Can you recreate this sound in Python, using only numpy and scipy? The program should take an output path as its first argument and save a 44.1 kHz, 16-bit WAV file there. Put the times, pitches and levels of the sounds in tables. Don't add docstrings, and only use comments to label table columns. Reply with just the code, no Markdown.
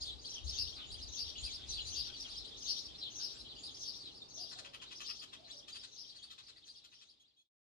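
import sys
import numpy as np
from scipy import signal
from scipy.io import wavfile

SR = 44100
rng = np.random.default_rng(int(sys.argv[2]) if len(sys.argv) > 2 else 0)


def unload_wav(signal):
    wavfile.write(
        sys.argv[1],
        SR,
        np.round(np.clip(np.atleast_2d(signal).T, -1, 1) * 32767).astype(np.int16),
    )


N = 340880
TIME_S = np.arange(N) / SR

# t/s, f/Hz, main note/dB, closing note/dB, lisp/dB, buzz depth/ratio,
# second voice/dB re main note
NEAR_CHIRPS = [(0.56, 4955, -41, -51, -50.5, 0.053, -12), (1.161, 4820, -44.5, -51, -50, 0.052, -5),
               (1.94, 4764, -42.5, -52, -49.5, 0.032, -8), (2.656, 4790, -41, -47.5, -52, .11, -4),
               (3.189, 5020, -44.5, -54, -50.5, 0.029, -7), (3.831, 4804, -48, -54.5, -55.5, 0.081, -8),
               (4.372, 4840, -48.5, -56.5, -54, 0.045, -6.5), (5.04, 5080, -48, -59.5, -60.5, .06, -13),
               (5.954, 5080, -52, -58.5, -60, 0.05, -4)]
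# centre t/s, f/Hz, level/dB
CHEEP_CALLS = [(.028, 4930, -48.5), (.122, 3980, -55.5), (.265, 4660, -52.5), (.305, 5850, -53),
               (.347, 5810, -53.5), (.495, 5070, -49), (.76, 4840, -58.5), (1.03, 5070, -54.5),
               (1.375, 3330, -54.5), (1.547, 5180, -51), (1.75, 4590, -49), (2.215, 5640, -51),
               (2.315, 5150, -54.5), (2.378, 5260, -54.5), (2.487, 4970, -60.5), (2.555, 3400, -70),
               (2.858, 5380, -56.5), (3.578, 3445, -59.5), (3.76, 5400, -57), (3.825, 5790, -52),
               (4.165, 5140, -62.5), (4.97, 5570, -58.5), (5.205, 4950, -57.5), (5.29, 4160, -69),
               (5.53, 5560, -60), (5.585, 5600, -58.5), (6.11, 4600, -60), (6.17, 4400, -58.5),
               (6.48, 5210, -58.5), (6.578, 4630, -61), (6.7, 4706, -52.5), (6.773, 5030, -56),
               (6.955, 5560, -58.5), (6.995, 5650, -59), (7.105, 4970, -54), (7.262, 4000, -66)]
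TSIP_CALLS = [(0.934, 4840, -53), (1.454, 4926, -44.5), (1.885, 4830, -51.5), (3.404, 5180, -56.5),
              (3.655, 4860, -52), (5.764, 4710, -56), (6.244, 4560, -57.5)]
FALL_CALLS = [(0.374, 3160, -54), (.542, 3520, -50.5), (1.477, 2555, -62.5), (1.705, 6020, -49.5),
              (1.73, 4650, -54.5), (1.787, 3206, -47.5), (1.813, 4000, -50.5), (2.154, 4590, -57.5),
              (2.238, 4380, -60), (2.345, 3384, -58), (2.62, 5020, -56), (2.996, 5360, -58.5),
              (4.021, 4600, -56), (4.066, 3980, -54), (4.884, 3830, -59.5), (5.457, 4120, -63.5),
              (5.809, 5020, -57)]
RISE_CALLS = [(0.066, 4110, -59), (1.005, 3920, -62), (1.513, 3600, -51), (1.716, 4900, -55),
              (4.226, 3794, -67.5), (4.505, 4880, -63), (4.565, 3790, -59), (5.059, 3520, -54.5),
              (5.51, 3550, -53.5), (5.846, 4030, -56.5), (6.32, 3940, -61)]
FLOCK_CALLS = [*CHEEP_CALLS, *TSIP_CALLS, *FALL_CALLS, *RISE_CALLS]
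# centre delay/s, length/s, start/ratio, middle/ratio, end/ratio (to the call's f),
# arch bend, octave/dB, level/dB
CHEEP_SYLLABLES = [(0, .052, .68, 1.04, .72, 1.3, -22, 6), (.006, .036, .74, .9, .66, 1.5, -30, -3)]
TSIP_SYLLABLES = [(0, .052, .74, 1.0, .9, 3.5, -15, 4.5), (.004, .034, .66, .86, .62, 2, -20, -3),
                  (-.05, .058, 1.34, 1.42, 1.58, 2, -40, -8)]
FALL_SYLLABLES = [(0, .048, 1.13, 1.0, .85, 1.3, -33, 5)]
RISE_SYLLABLES = [(0, .036, .86, 1.0, 1.2, 1, -15, 4.5)]
# t/s, level/dB, beak opening/ratio on the throat resonances, low resonance/dB
SCOLD_RASPS = [(4.509, -54, 1.28, 8), (4.575, -50.5, 1.28, 3.5), (4.64, -54, 0.98, 3),
               (4.731, -52.5, 0.96, 3), (4.81, -52.5, 1.05, 3.5), (4.905, -51, 1.01, 0),
               (4.997, -48.5, 1.02, 0), (5.084, -52.5, 1, 3), (5.213, -52, 1.1, 0.5),
               (5.32, -54, 1.025, 2.5), (5.471, -68, 0.73, 8), (5.676, -51.5, 1.15, -2.5),
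               (5.741, -51, 1.1, 0), (5.825, -52.5, 1.23, 1), (6.148, -62.5, 1.63, 9),
               (6.229, -60, 1.17, 2.5), (6.301, -52, 1.17, 1), (6.376, -52, 1.08, 1),
               (6.479, -52.5, 1.18, 0.5), (6.556, -66, 0.66, 3), (6.659, -54.5, 1.38, -2),
               (6.835, -51, 1.18, -2.5), (6.916, -53, 1, 0), (7.005, -49, 1.17, -4)]
# f/Hz, gain/dB
THROAT_RESPONSE = [(600, -26), (1150, -6), (1500, -14), (2000, -8), (2850, 1), (3400, -0.5), (4200, -6),
                   (5300, -10), (6500, -12.5), (8000, -23), (12000, -20)]
# centre t/s, length/s, start f/Hz, end f/Hz, level/dB
CHURR_CALLS = [(0.084, 0.068, 4100, 3060, -46), (0.811, 0.14, 4200, 2640, -52),
               (1.619, 0.084, 4000, 3100, -58), (2.538, 0.082, 3600, 3080, -63),
               (3.048, .11, 4500, 2900, -45.5), (3.511, 0.087, 4400, 2950, -53.5),
               (3.69, 0.08, 4200, 3117, -51.5), (4.088, 0.089, 3920, 2684, -60)]
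# centre t/s, top f/Hz, level/dB
SWEEP_CALLS = [(0.064, 4690, -50), (0.912, 4600, -52.5), (2.183, 5650, -67), (2.295, 5200, -57),
               (2.36, 5450, -60.5), (2.455, 4960, -54), (3.38, 5200, -72), (3.644, 5000, -54),
               (4.146, 5100, -73.5), (5.745, 4620, -56), (6.236, 4890, -52)]
# t/s, f/Hz, level/dB
PIP_CALLS = [(1.024, 4830, -50.5), (2.373, 5280, -44.5), (4.216, 3650, -48.5), (5.723, 4750, -46),
             (6.695, 4550, -59)]
# centre t/s, length/s, f/Hz, level/dB
PEEP_CALLS = [(7.215, .05, 3330, -49.5), (7.4, .085, 3360, -46)]
# f/ratio, level/dB
NASAL_PARTIALS = [(.75, -23), (1, 0), (1.25, -13), (1.75, -18), (2, -16), (2.5, -21)]
# centre t/s, f/Hz, level/dB
LOW_TONES = [(.28, 1405, -72), (0.789, 1320, -58.5), (1.468, 1500, -68.5), (1.61, 1495, -67),
             (2.089, 1413, -63.5), (2.271, 1364, -63), (3.21, 1500, -65.5), (3.35, 1505, -66.5)]
# t/s, length/s, start f/Hz, middle f/Hz, end f/Hz, level/dB
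DOVE_COOS = [(4.35, .11, 520, 735, 530, -70), (4.545, .07, 600, 740, 590, -69),
             (4.6, .065, 575, 560, 545, -67), (5.36, .14, 520, 700, 660, -74),
             (5.51, .12, 620, 570, 550, -72)]
# t/s, murmur/dB, distant flock/dB
AMBIENT_LEVELS = [(0, -63, -61), (1.8, -63, -53.5), (3.702, -63.5, -60), (4.3, -65, -63), (5.4, -68, -65),
                  (6.199, -69, -59), (7.397, -67.5, -58)]
# t/s, level/dB
BREEZE_LEVELS = [(0, -68), (2, -58), (2.7, -73), (4.3, -81), (5.5, -92)]
GUST_PEAKS = [(.02, -52.5), (0.459, -46.5), (.59, -49.5), (.94, -47.5), (1.27, -53), (1.42, -48.5),
              (1.72, -48), (1.99, -52), (2.33, -58.5), (3.41, -63)]
# f/Hz, density/dB
LOW_VOICES_SPECTRUM = [(1500, -21.5), (2300, -16), (3100, -9), (4300, -6), (6000, -22.5)]
HIGH_VOICES_SPECTRUM = [(3000, -17.5), (4400, 2.5), (6000, -3), (7800, -3), (10000, -22.5), (14000, -55.5)]
WIND_SPECTRUM = [(20, -38), (35, -14.5), (58, -1.5), (85, -13), (130, -28.5), (250, -37.5)]
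MURMUR_SPECTRUM = [(40, 4), (120, -2.5), (170, -4.5), (320, 2), (550, -5.5), (750, -4.5), (1000, -6.5),
                   (2000, -36), (4000, -7.5), (9000, -33), (15000, -42.5)]
# f/Hz, level/dB
HUM_PARTIALS = [(120, -74), (360, -86.5)]


def near_sparrow(gain_db=3.5, buzz_hz=190):
    out = np.zeros(N)

    def note(t, db, *shape, buzz=.06, bend=2):
        tone = whistle(*shape, bend=bend, jitter=.03, trill=buzz, trill_hz=buzz_hz, edge=.55,
                       third_db=-30, air_db=-30)
        add(out, t, from_db(db) * tone)

    for t, hz, main_db, close_db, lisp_db, buzz, second_db in NEAR_CHIRPS:
        dive, sag, flick, rise = rng.uniform([.52, .7, .92, .66], [.72, .88, 1.08, .82])
        note(t - .095, lisp_db - 8, .047, 4700, 6250, 6100, buzz=.058)
        note(t - .05, lisp_db, .068, 5500, 6150, 6250, buzz=.05)
        note(t - .015, lisp_db - 1, .05, 6100, 5700, 1.05 * hz, buzz=.09)
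        note(t - .006, main_db - 9, .045, .7 * hz, .86 * hz, 1.02 * hz, buzz=.11, bend=1)
        note(t + .012, main_db + .5, .07, rise * hz, 1.02 * hz, sag * hz, buzz=buzz, bend=3.5)
        note(t + .024, main_db + second_db, .055, .95 * hz, 1.12 * hz, .98 * hz, buzz=buzz)
        note(t + .011, main_db - 12, .1, .56 * hz, .88 * hz, dive * hz)
        note(t - .005, main_db - 21, .09, 3300, 2950 * flick, 3100, buzz=.08)
        note(t + .075, close_db - 2.5, .085, 5300, 5600, 5000)
        note(t + .099, close_db - 2.5, .055, 3100 * flick, 3900 * flick, 5200, buzz=.09, bend=.97)
        note(t + .102, close_db - 2.5, .05, 3700, 5000 * flick, 3700, buzz=buzz, bend=1.2)
    return from_db(gain_db) * yard(out, left_db=5.5, early_db=1, tail_db=-4.5, early_t60_s=.1)


def flock(lisp_hz=6070, lisp_lead_s=.06, lisp_above_hz=4650):
    perches = np.zeros((3, N))
    for calls, syllables in [(CHEEP_CALLS, CHEEP_SYLLABLES), (TSIP_CALLS, TSIP_SYLLABLES),
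                             (FALL_CALLS, FALL_SYLLABLES), (RISE_CALLS, RISE_SYLLABLES)]:
        for k, (t, hz, db) in enumerate(calls):
            for delay_s, length_s, start, middle, end, bend, octave_db, syllable_db in syllables:
                stretch, opening, closing = np.exp(rng.uniform(-1, 1, 3) * [.15, .07, .07])
                length_s *= stretch
                arch_hz = hz * start * opening, hz * middle, hz * end * closing
                note = whistle(length_s, *arch_hz, bend=bend, jitter=.018, trill=.035, trill_hz=85,
                               octave_db=octave_db, third_db=-40, air_db=-38)
                add(perches[k % 3], t + delay_s - length_s / 2, from_db(db + syllable_db) * note)
    for k, (t, cheep_hz, db) in enumerate(CHEEP_CALLS):
        hz = lisp_hz * rng.uniform(.94, 1.06)
        lisp = whistle(.043, hz, hz, 1.08 * hz, jitter=.035, trill=.04, trill_hz=420,
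                       octave_db=-36, air_db=-28)
        if cheep_hz > lisp_above_hz:
            add(perches[k % 3], t - lisp_lead_s, from_db(db - 5.5) * lisp)
    return sum(yard(perch, early_db=-1.5, tail_db=-8) for perch in perches)


def scold(length_s=.05, pitch_hz=570, whistle_hz=3060, hoarse_db=4, gain_db=3):
    out = np.zeros(N)
    harmonics = np.arange(1, 21)[:, None]
    for t, db, beak, low_db in SCOLD_RASPS:
        size = int(length_s * rng.uniform(.9, 1.1) * SR)
        hz = pitch_hz * arch(size, .86, 1.04, .8) * (rng.uniform(.8, 1.2) + .14 * wander(size, 1100))
        opening = beak * arch(size, .9, 1.04, .9)
        throat_db = np.interp(harmonics * hz / opening, *np.transpose(THROAT_RESPONSE))
        shelf_db = np.interp(harmonics * hz, [1600, 2400], [low_db, 0])
        cycles = harmonics * np.cumsum(hz) / SR + rng.random(harmonics.shape)
        voice = np.sum(from_db(throat_db + shelf_db) * np.sin(2 * np.pi * cycles), axis=0)
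        hoarse = unit_rms(voice * from_db(hoarse_db * wander(size, 900)))
        envelope = signal.windows.tukey(size, .85) * from_db(np.linspace(2.5, -3, size))
        add(out, t - .005, from_db(db) * hoarse * envelope)
        top_hz = whistle_hz * beak * rng.uniform(.9, 1.15)
        note = whistle(.03, .85 * top_hz, top_hz, .87 * top_hz, third_db=-26, air_db=-35)
        add(out, t + .002, from_db(db - 5) * note)
    return from_db(gain_db) * yard(out, early_db=0, tail_db=-7)


def churrs(gain_db=1):
    out = np.zeros(N)
    for t, length_s, start_hz, end_hz, db in CHURR_CALLS:
        for ratio, side_db in [(1, 0), (1.14, -6)]:
            arch_hz = ratio * np.array([start_hz, np.sqrt(start_hz * end_hz), end_hz])
            note = whistle(length_s, *arch_hz, bend=1, trill=.04, trill_hz=150, edge=.7,
                           octave_db=-33, third_db=-42, air_db=-42)
            add(out, t - length_s / 2, from_db(db + side_db) * note)
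    return from_db(gain_db) * yard(out, early_db=1, tail_db=-7)


def sweeps(length_s=.03):
    out = np.zeros(N)
    for t, hz, db in SWEEP_CALLS:
        note = whistle(length_s, .6 * hz, .86 * hz, hz, bend=1, jitter=.01, edge=.5,
                       octave_db=-14, third_db=-42, air_db=-42)
        add(out, t - length_s / 2, from_db(db) * note)
    return yard(out, early_db=-4, tail_db=-10)


def pips(length_s=.02):
    out = np.zeros(N)
    for t, hz, db in PIP_CALLS:
        note = whistle(length_s, .93 * hz, hz, 1.02 * hz, jitter=.008,
                       octave_db=-30, third_db=-45, air_db=-40)
        add(out, t, from_db(db) * note)
    return yard(out, early_db=-6, tail_db=-12)


def peeps(gain_db=2):
    out = np.zeros(N)
    for t, length_s, pitch_hz, db in PEEP_CALLS:
        for ratio, partial_db in NASAL_PARTIALS:
            hz = ratio * pitch_hz
            note = whistle(length_s, .88 * hz, hz, .96 * hz, bend=4, jitter=.012, edge=.7, air_db=-23)
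            add(out, t - length_s / 2, from_db(db + partial_db + gain_db) * note)
    return yard(out, early_db=-3, tail_db=-13)


def low_tones(length_s=.07, gain_db=-2):
    out = np.zeros(N)
    for t, hz, db in LOW_TONES:
        note = whistle(length_s, 1.09 * hz, hz, .85 * hz, jitter=.14, trill=.1, edge=.7,
                       octave_db=2, third_db=-3, air_db=-40)
        add(out, t - length_s / 2, from_db(db + gain_db) * note)
    return yard(out, left_db=2, early_db=5, tail_db=2, t60_s=.4)


def neighbours(birds=4, gain_db=-7.5, pull_to_hz=4250):
    out = np.zeros(N)
    for t, call_hz, db in FLOCK_CALLS:
        for lag, detune, slope, stretch in rng.uniform(-1.2, 1, (birds, 4)):
            hz = np.sqrt(pull_to_hz * call_hz) * np.exp(.22 * detune)
            arch_hz = hz * (.8 + .14 * slope), hz, hz * (.8 - .14 * slope)
            length_s = .032 + .01 * stretch
            note = whistle(length_s, *arch_hz, bend=1.4, jitter=.022, trill=.03, trill_hz=70,
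                           octave_db=-27, third_db=-45, air_db=-48)
            add(out, t + .018 * lag - length_s / 2, from_db(db + gain_db) * note)
    return yard(out, left_db=3, early_db=-1, tail_db=-7)


def twitter(notes_per_s=34, low_hz=3250, high_hz=4800, gain_db=2.5, spread_db=2):
    out = np.zeros(N)
    times_s, _, flock_db = np.transpose(AMBIENT_LEVELS)
    for k, (lag, pitch, slope, strength) in enumerate(rng.random((int(notes_per_s * N / SR), 4))):
        t = (k + lag) / notes_per_s
        hz = low_hz * (high_hz / low_hz) ** pitch
        glide = np.exp(.5 * (slope - .5))
        db = np.interp(t, times_s, flock_db) + gain_db + spread_db * (2 * strength - 1)
        note = whistle(.022 + .02 * strength, .93 * hz * glide, hz, .93 * hz / glide, bend=1.2,
                       jitter=.03, trill=.05, trill_hz=90, octave_db=-33, third_db=-50, air_db=-45)
        add(out, t, from_db(db) * note)
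    return yard(out, left_db=2.5, early_db=1, tail_db=-4, t60_s=.3)


def dove(gain_db=7.5):
    out = np.zeros(N)
    for t, length_s, *arch_hz, db in DOVE_COOS:
        add(out, t, from_db(db) * whistle(length_s, *arch_hz, jitter=.09, edge=.5))
    return from_db(gain_db) * yard(out, left_db=0, early_db=1, tail_db=-2, t60_s=.5, early_t60_s=.1)


def distant_flock(split_hz=4400, swell_s=.12):
    _, flock_db = curves(AMBIENT_LEVELS)
    low_power, high_power = from_db(flock_db - 6) ** 2, np.zeros(N)
    swell = np.hanning(int(swell_s * SR))
    for t, hz, db in FLOCK_CALLS:
        power, answer_db = (high_power, -10) if hz > split_hz else (low_power, -9.5)
        add(power, t - swell_s / 2, from_db(db + answer_db) ** 2 * swell)
    low = np.sqrt(low_power) * band_noise(LOW_VOICES_SPECTRUM, correlation=.4, flicker_db=2)
    high = np.sqrt(high_power) * band_noise(HIGH_VOICES_SPECTRUM, correlation=.4, flicker_db=2)
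    return pan(3) * (low + high)


def wind(rise_db_per_s=237, fall_db_per_s=73):
    gusts_db = [db - np.maximum(rise_db_per_s * (t - TIME_S), fall_db_per_s * (TIME_S - t))
                for t, db in GUST_PEAKS]
    level_db = np.max([*gusts_db, *curves(BREEZE_LEVELS)], axis=0)
    return from_db(level_db) * band_noise(WIND_SPECTRUM, correlation=.11, flicker_db=5) * pan(8)


def murmur(left_delay_s=.0005, gain_db=2):
    level_db, _ = curves(AMBIENT_LEVELS)
    left, right = band_noise(MURMUR_SPECTRUM, correlation=.6, flicker_db=1)
    from_right = np.array([np.roll(left, round(left_delay_s * SR)), right]) * pan(-2.5)
    hum = sum(np.sqrt(2) * from_db(db) * np.sin(2 * np.pi * hz * TIME_S) for hz, db in HUM_PARTIALS)
    return from_db(level_db + gain_db) * from_right + from_db(level_db - level_db.max()) * hum


def whistle(length_s, start_hz, middle_hz, end_hz, bend=2, jitter=.038, trill=0, trill_hz=300,
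            edge=.6, octave_db=-24, third_db=-33, air_db=-25):
    size = max(int(length_s * SR), 64)
    trill_cycles = np.cumsum(trill_hz * (1 + .14 * wander(size, 161))) / SR + rng.random()
    hz = arch(size, start_hz, middle_hz, end_hz, bend)
    hz *= 1 + jitter * wander(size, 925.7) + trill * np.sin(2 * np.pi * trill_cycles)
    phase = 2 * np.pi * np.cumsum(hz) / SR
    octave = from_db(octave_db + np.linspace(.75, -.75, size)) * np.sin(2 * phase)
    third = from_db(third_db) * np.sin(3 * phase) * (hz < SR / 6)
    air = from_db(air_db) * np.resize(rng.standard_normal(8192), size)
    envelope = signal.windows.tukey(size, edge) * from_db(1.8 * wander(size, 200))
    return np.sqrt(2) * (np.sin(phase) + octave + third + air) * envelope


def yard(x, early_db, tail_db, left_db=3.5, t60_s=.26, early_t60_s=.08, echoes_per_s=2500):
    t = np.arange(SR * 3 // 4) / SR
    echoes = rng.standard_normal((2, len(t))) * (rng.random((2, len(t))) < echoes_per_s / SR)
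    early = echoes * (t > .001) * from_db(-60 * t / early_t60_s)
    tail = rng.standard_normal((2, len(t))) * np.minimum(t / .025, 1) * from_db(-60 * t / t60_s)
    response = (from_db(early_db) * unit_rms(early) + from_db(tail_db) * unit_rms(tail)) / np.sqrt(len(t))
    response[0, 0] += 1
    response[1, round(.00043 * SR)] += 1
    response /= np.sqrt(np.sum(response ** 2) / 2)
    return pan(left_db) * signal.fftconvolve(x[None], response, axes=1)[:, :N]


def band_noise(spectrum, correlation, flicker_db):
    hz, db = np.transpose(spectrum)
    edges_hz = 20 * 2 ** np.arange(0, 10.1, .5)
    white = rng.standard_normal((2, 2, N))
    out = np.zeros((2, N))
    for k, (low_hz, high_hz) in enumerate(zip(edges_hz, edges_hz[1:])):
        if high_hz > hz[0] and low_hz < hz[-1]:
            bandpass = signal.butter(2, [low_hz, high_hz], "band", fs=SR, output="sos")
            mid, side = signal.sosfilt(bandpass, white[k % 2])
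            stereo = np.sqrt(1 + correlation) * mid + np.sqrt(1 - correlation) * side * [[1], [-1]]
            band_db = np.interp(np.log(low_hz * high_hz) / 2, np.log(hz), db)
            out += from_db(band_db + flicker_db * wander(N, 20)) * stereo
    return unit_rms(out)


def arch(size, start, middle, end, bend=2):
    u = np.linspace(-1, 1, size)
    return middle + (np.where(u < 0, start, end) - middle) * np.abs(u) ** bend


def wander(size, rate_hz):
    return np.interp(np.arange(size) * rate_hz / SR, np.arange(2048), rng.standard_normal(2048))


def curves(rows):
    times_s, *columns = np.transpose(rows)
    return [np.interp(TIME_S, times_s, column) for column in columns]


def add(track, start_s, sound):
    at = max(int(start_s * SR), 0)
    track[at:at + len(sound)] += sound[:N - at]


def pan(left_db):
    return from_db(np.array([[left_db], [-left_db]]) / 2)


def from_db(db):
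    return 10 ** (np.asarray(db) / 20)


def unit_rms(x):
    return x / np.sqrt(np.mean(x ** 2) + 1e-20)


def scene():
    chorus = near_sparrow() + flock() + churrs() + sweeps() + pips() + peeps() + low_tones() + scold()
    return chorus + neighbours() + twitter() + distant_flock() + dove() + murmur() + wind()


def record(dry, port_hz=9500, notch_hz=12100, cutoff_hz=15200, fade_s=2, silent_at_s=7.5):
    ringing = signal.lfilter(*signal.iirpeak(port_hz, Q=4, fs=SR), dry)
    ported = dry + ringing * (from_db([[-3], [6]]) - 1)
    notched = signal.lfilter(*signal.iirnotch(notch_hz, Q=4, fs=SR), ported)
    faded = notched * np.clip((silent_at_s - TIME_S) / fade_s, 0, 1)
    return signal.sosfilt(signal.ellip(10, .2, 80, cutoff_hz, fs=SR, output="sos"), faded)


dry = scene()
out = record(dry)
unload_wav(out)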